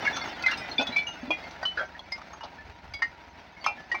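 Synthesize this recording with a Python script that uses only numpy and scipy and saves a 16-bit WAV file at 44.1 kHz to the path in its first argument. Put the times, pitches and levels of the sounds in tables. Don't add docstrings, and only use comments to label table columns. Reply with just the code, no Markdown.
import sys
import numpy as np
from scipy import signal
from scipy.fft import rfft, irfft
from scipy.io import wavfile

SR = 44100
rng = np.random.default_rng(int(sys.argv[2]) if len(sys.argv) > 2 else 0)


def output_pcm(signal):
    pcm = np.clip(np.atleast_2d(signal).T, -1, 1) * 32767
    wavfile.write(sys.argv[1], SR, np.round(pcm).astype(np.int16))


N = 176400
T = np.arange(N) / SR
AGE = T[:SR // 2]

# start in seconds, time for the first tone to fade by 60 dB in seconds,
# then for each tone its pitch in Hz and level in dB.
BRICK_RINGS = [ (.048, .15, 2215, -29, 2770, -33.5, 4540, -42.5), (.062, .096, 2205, -21, 2075, -25),
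               (.073, .055, 1684, -13, 2196, -14.5, 1950, -27), (.127, .42, 3480, -36.5, 5660, -45),
               (.160, .13, 4230, -41, 1357, -33, 6250, -37), (.213, .07, 4430, -33, 2115, -31),
               (.420, .07, 4495, -37, 4800, -44), (.436, .14, 2526, -28.5, 2074, -28.5, 1436, -35.5),
               (.461, .085, 2067, -12, 4070, -30.5, 2305, -26),
               (.48, .069, 1528, -23.5, 1670, -26, 3480, -31), (.514, .09, 2804, -26, 1354, -33, 5580, -38),
               (.535, .054, 2730, -26, 4110, -32), (.575, .12, 5130, -37, 2476, -42, 8450, -52),
               (.612, .27, 2002, -38, 2430, -39.5), (.714, .065, 4230, -28),
               (.781, .054, 3492, -15, 2393, -20, 4740, -31.5),
               (.795, .18, 2559, -27.5, 3476, -31, 1464, -32), (.826, .05, 6400, -40),
               (.868, .11, 3420, -28, 3805, -37), (.922, .21, 3999, -35, 2305, -35.5),
               (.961, .17, 2306, -16, 3451, -36, 5110, -43, 2399, -27),
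               (.982, .093, 4250, -35.5, 3450, -31, 2980, -39), (1.067, .21, 2858, -29, 6240, -41.5),
               (1.305, .135, 2438, -18.5, 3313, -28, 2778, -37), (1.33, .09, 2060, -35),
               (1.430, .18, 2115, -39.5, 4490, -47), (1.628, .077, 1890, -28, 4710, -35, 1516, -31),
               (1.652, .16, 3004, -21, 4130, -43),
               (1.773, .12, 1675, -24.5, 1465, -25.5, 4050, -42, 4780, -45),
               (1.791, .16, 1560, -26, 1373, -28, 3257, -39), (1.808, .13, 624, -34),
               (1.948, .083, 1884, -40, 1717, -41), (1.992, .039, 3350, -32, 4230, -39),
               (2.120, .095, 2120, -25.5, 4877, -31.5, 5100, -29), (2.33, .08, 6420, -46),
               (2.408, .22, 2895, -43.5), (2.584, .12, 1749, -38),
               (2.937, .17, 2225, -32, 4828, -38, 3350, -44),
               (3.020, .12, 1864, -18, 2085, -20.5, 4845, -35, 2891, -38, 4253, -44),
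               (3.565, .25, 2170, -44), (3.608, .2, 4570, -47),
               (3.641, .1, 3160, -34, 2150, -32, 3400, -38), (3.661, .04, 1290, -19, 5200, -25, 6300, -31),
               (3.666, .15, 2379, -24.5, 2702, -29.5, 824, -33, 2514, -34, 5200, -41),
               (3.779, .22, 1732, -41), (3.915, .08, 1900, -17.5, 2880, -34, 4700, -39.5),
               (3.946, .13, 2326, -27, 2120, -37, 1910, -37)]
RING_RISE_S = .0025
HIGHEST_PITCH_HZ = 6500


def from_db(db):
    return 10 ** (np.asarray(db) / 20)


def rms_one(x):
    return x / np.sqrt(np.mean(x ** 2) + 1e-20)


def add(out, start_s, sound):
    first = int(np.clip(start_s * SR, 0, N - 1))
    out[first:first + len(sound)] += sound[:N - first]


def blow(rise_s, t60_s):
    return (1 - np.exp(-AGE / rise_s)) * from_db(-60 * AGE / t60_s)


def ring(t60_s):
    bedding = 1.282
    return (1 - np.exp(-AGE / RING_RISE_S)) * from_db(-60 * (AGE / t60_s) ** bedding)


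def coloured(x, spectrum):
    hz, db = np.transpose(spectrum)
    f = np.maximum(np.fft.rfftfreq(len(x), 1 / SR), 1)
    below = np.minimum(f / hz[0], 1) ** 2
    balance = from_db(np.interp(np.log(f), np.log(hz), db))
    return rms_one(irfft(rfft(x) * below * balance, len(x)))


def waver(hz, size):
    step = 20
    f = np.fft.fftfreq(size // step, step / SR)
    noise = rng.standard_normal((len(f), 2)) @ [1, 1j]
    slow = np.fft.ifft(np.fft.fft(noise) / (1 + (f / hz) ** 2))
    slow /= np.sqrt(np.mean(abs(slow) ** 2))
    return np.interp(np.arange(size) / step, np.arange(len(f)), slow)


def grit(grains_per_s):
    spread_db, grain_share = 2.4, .59
    sizes = from_db(spread_db * np.minimum(rng.exponential(1, N), 5)) * rng.choice([-1, 1], N)
    grains = rms_one(sizes * (rng.random(N) < grains_per_s / SR))
    return np.sqrt(grain_share) * grains + np.sqrt(1 - grain_share) * rng.standard_normal(N)


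def contact(hz, octaves, t60_s, count=20):
    rise_s = .0006
    age = AGE[:SR // 8]
    place, strength, length = rng.random((3, count, 1))
    offset = 2 * (np.arange(count)[:, None] + place) / count - 1
    pitches = hz * 2 ** (octaves * offset)
    gains = (.5 + strength) * np.exp(-2 * offset ** 2)
    gains = gains * (pitches < HIGHEST_PITCH_HZ) * rng.choice([-1, 1], (count, 1))
    fade = np.exp(-np.log(1000) * age / (t60_s * (.5 + length)))
    modes = gains * np.sin(2 * np.pi * pitches * age) * fade
    return np.sqrt(2) * (1 - np.exp(-age / rise_s)) * modes.sum(axis=0) / np.linalg.norm(gains)


def wind():
    # time of the peak in seconds, length scale in seconds, level in dB.
    buffets = [(2.675, 0.11, -54), (2.913, 0.084, -47.5), (3.084, 0.037, -52)]
    # pitch in Hz, relative level in dB per Hz.
    wind_balance = [(25, -13), (55, 3), (100, 1), (200, -22), (400, -60)]
    swell = sum(from_db(db) * np.exp(-2 * ((T - peak_s) / length_s) ** 2)
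                for peak_s, length_s, db in buffets)
    return coloured(rng.standard_normal(N), wind_balance) * swell


def tractor():
    # time in seconds, firings per second.
    firing_rate = [(0, 24.8), (1.85, 24.6), (2.25, 23.2), (2.6, 20.6), (4, 20.5)]
    # pitch in Hz, relative level in dB per Hz.
    exhaust_balance = [(25, -24.5), (48, 11.5), (74, 17), (100, 9), (130, -12.5), (172, 13.5), (230, -25.5),
                       (600, -42)]
    puffs_db, puff_spread_db, rumble_db = -58.5, 2.3, -66
    whine_hz, whine_width_hz, whine_db = 945, 13, -61.5
    firings = np.cumsum(np.interp(T, *np.transpose(firing_rate))) / SR
    fired = np.flatnonzero(np.diff(np.floor(firings)))
    puffs = np.zeros(N)
    puffs[fired] = from_db(puff_spread_db * rng.standard_normal(size=200)[:len(fired)])
    whine = rms_one(np.real(waver(whine_width_hz, N) * np.exp(2j * np.pi * whine_hz * T)))
    rumble = coloured(rng.standard_normal(N), exhaust_balance)
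    engine = from_db(puffs_db) * coloured(puffs, exhaust_balance)
    return engine + from_db(rumble_db) * rumble + from_db(whine_db) * whine


def rubble():
    # time in seconds, level in dB before crumbs_db or far_db.
    slide = [(0, -34.5), (.55, -37.5), (1.0, -41), (1.5, -43.5), (2.0, -47), (3.3, -49), (4, -46.5)]
    # pitch in Hz, relative level in dB per Hz.
    crumb_balance = [(130, -9), (260, -4.5), (480, -11), (680, -3), (900, -3.5), (1130, -12), (1400, -9.5),
                     (2200, -10), (3100, -18.5), (4600, -21), (6200, -29.5), (7500, -43), (13000, -56),
                     (15200, -39.5)]
    crumbs_db, grains_per_s, clump_db, clump_hz = -2.5, 2000, 2, 22
    far_db, far_per_s, far_t60_s = -6.5, 250, .11
    far_low_hz, tilt_db = 1277, -5
    far_follows = 1.4
    slide_db = np.interp(T, *np.transpose(slide))
    clumps = from_db(clump_db * rms_one(np.real(waver(clump_hz, N))))
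    crumbs = coloured(grit(grains_per_s) * clumps, crumb_balance)
    far, envelope = np.zeros(N), ring(far_t60_s)[:SR // 10]
    for when, pitch, strength in rng.random((int(far_per_s * N / SR), 3)):
        hz = far_low_hz * (HIGHEST_PITCH_HZ / far_low_hz) ** pitch
        gain = from_db(tilt_db * np.log2(hz / far_low_hz) + 10 * strength)
        add(far, when * N / SR, gain * envelope * np.sin(2 * np.pi * hz * AGE[:len(envelope)]))
    loudest_db = slide_db.max()
    far_level_db = far_db + loudest_db + far_follows * (slide_db - loudest_db)
    return from_db(crumbs_db + slide_db) * crumbs + from_db(far_level_db) * rms_one(far)


def thumps():
    # start in seconds, level of the low mode in dB, its pitch in Hz.
    bed_booms = [(0.79, -22.5, 256.5), (0.816, -30, 273.5), (.889, -32, 253), (1.23, -28.5, 248),
                 (1.278, -30.5, 257), (1.297, -28, 315), (2.438, -43, 250), (3.939, -38, 348)]
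    rise_s, t60_s, overtone_ratio, overtone_db = .002, .12, 2.35, -13
    out = np.zeros(N)
    for start_s, db, hz in bed_booms:
        phase = 2 * np.pi * hz * AGE
        tones = np.sin(phase) + from_db(overtone_db) * np.sin(overtone_ratio * phase)
        add(out, start_s, from_db(db) * blow(rise_s, t60_s) * tones)
    return out


def grinds():
    # start in seconds, length in seconds, level of the first slip in dB, centre pitch in Hz.
    judders = [(.484, .065, -27.5, 1700), (.478, .07, -37, 3700), (.79, .049, -27, 680),
               (.793, .036, -31.5, 3700), (1.773, .07, -35.5, 630), (1.774, .07, -34, 1590),
               (1.771, .035, -47, 3700), (2.431, .036, -32.5, 850), (2.434, .024, -41.5, 4000),
               (3.645, .04, -38, 2400), (3.69, .03, -33, 720)]
    slips_per_s, slip_t60_s, spread_octaves = 170, .032, .8
    fade_db = 3
    out = np.zeros(N)
    for start_s, length_s, db, hz in judders:
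        gaps = rng.uniform(.5, 1.5, size=12) / slips_per_s
        edges = [contact(hz, spread_octaves, slip_t60_s) for _ in gaps[::2]]
        for k, age in enumerate(np.cumsum(gaps) - gaps[0]):
            if age < length_s:
                slip_db = db - fade_db * age / length_s
                add(out, start_s + age, from_db(slip_db) * edges[k // 2])
    return out


def knocks():
    # start in seconds, knock level in dB, centre pitch in Hz,
    # typical time to fade by 60 dB in seconds, level of the crack of grit in dB.
    heap_blows = [ (.020, -37, 1230, .069, -54), (.050, -30, 1410, .083, -43), (.167, -32, 1150, .12, -34),
                  (.257, -27, 1210, .035, -50), (.424, -41, 800, .13, -35), (.461, -30, 1113, .078, -42),
                  (.511, -40, 1200, .08, -32), (.572, -43, 900, .07, -39), (.811, -26, 680, .08, -35),
                  (.868, -41, 900, .066, -37), (.964, -30, 875, .03, -42), (1.305, -22.5, 740, .075, -43),
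                  (1.508, -52, 900, .05, -44), (1.628, -28, 880, .06, -42.5), (1.653, -27, 1000, .035, -44),
                  (1.992, -39.5, 760, .074, -50), (2.118, -41, 890, .059, -42), (2.179, -40, 950, .08, -50),
                  (2.216, -37, 1300, .04, -52), (2.333, -37, 980, .08, -54), (2.408, -35, 1150, .058, -52),
                  (2.937, -42, 900, .066, -40), (3.021, -25, 1300, .045, -43), (3.641, -38, 905, .12, -39),
                  (3.663, -19, 1050, .045, -35.5), (3.681, -29, 800, .043, -49),
                  (3.917, -38.5, 840, .13, -44), (3.943, -27, 1030, .07, -48)]
    # pitch in Hz, relative level in dB per Hz.
    crack_balance = [(1500, -8), (2500, -2.5), (4500, 1.5), (6200, -3.5), (7300, -21), (9000, -23),
                     (13000, -33.5), (15200, -21.5)]
    spread_octaves, crack_rise_s, crack_t60_s, grains_per_s = .9, .0015, .05, 6000
    chip_hz, chip_t60_s, chip_db = 3800, .06, -6
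    debris_db = -27
    out, crushing = np.zeros(N), np.zeros(N)
    for start_s, db, hz, t60_s, crack_db in heap_blows:
        add(out, start_s, from_db(db) * contact(hz, spread_octaves, t60_s))
        add(out, start_s, from_db(crack_db + chip_db) * contact(chip_hz, 1, chip_t60_s))
        add(crushing, start_s, from_db(crack_db) * blow(crack_rise_s, crack_t60_s))
    for start_s, t60_s, *modes in BRICK_RINGS:
        add(crushing, start_s, from_db(max(modes[1::2]) + debris_db) * blow(RING_RISE_S, t60_s))
    return out + crushing * coloured(grit(grains_per_s), crack_balance)


def clinks():
    treble_damping = .3
    roughness, rough_hz = .24, 90
    out = np.zeros(N)
    for start_s, t60_s, *modes in BRICK_RINGS:
        for hz, db in zip(modes[::2], modes[1::2]):
            rough = 1 + roughness * waver(rough_hz, len(AGE))
            tone = np.imag(rough * np.exp(2j * np.pi * hz * AGE))
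            mode_t60_s = t60_s * (modes[0] / hz) ** treble_damping
            add(out, start_s, from_db(db) * tone * ring(mode_t60_s))
    return out


def yard(x):
    echo_db, rise_s, t60_s, cut_hz = -22, .026, .12, 5600
    dull = signal.butter(2, cut_hz, fs=SR, output="sos")
    tail = signal.sosfilt(dull, rng.standard_normal(len(AGE))) * blow(rise_s, t60_s)
    return from_db(echo_db) * signal.fftconvolve(x, tail / np.linalg.norm(tail))[:N]


def scene():
    background = wind() + tractor() + rubble()
    bricks = thumps() + grinds() + knocks() + clinks()
    return (background + bricks + yard(bricks))[None]


def record(dry):
    return signal.sosfilt(signal.ellip(10, .1, 70, 15900, fs=SR, output="sos"), dry)


dry = scene()
out = record(dry)
output_pcm(out)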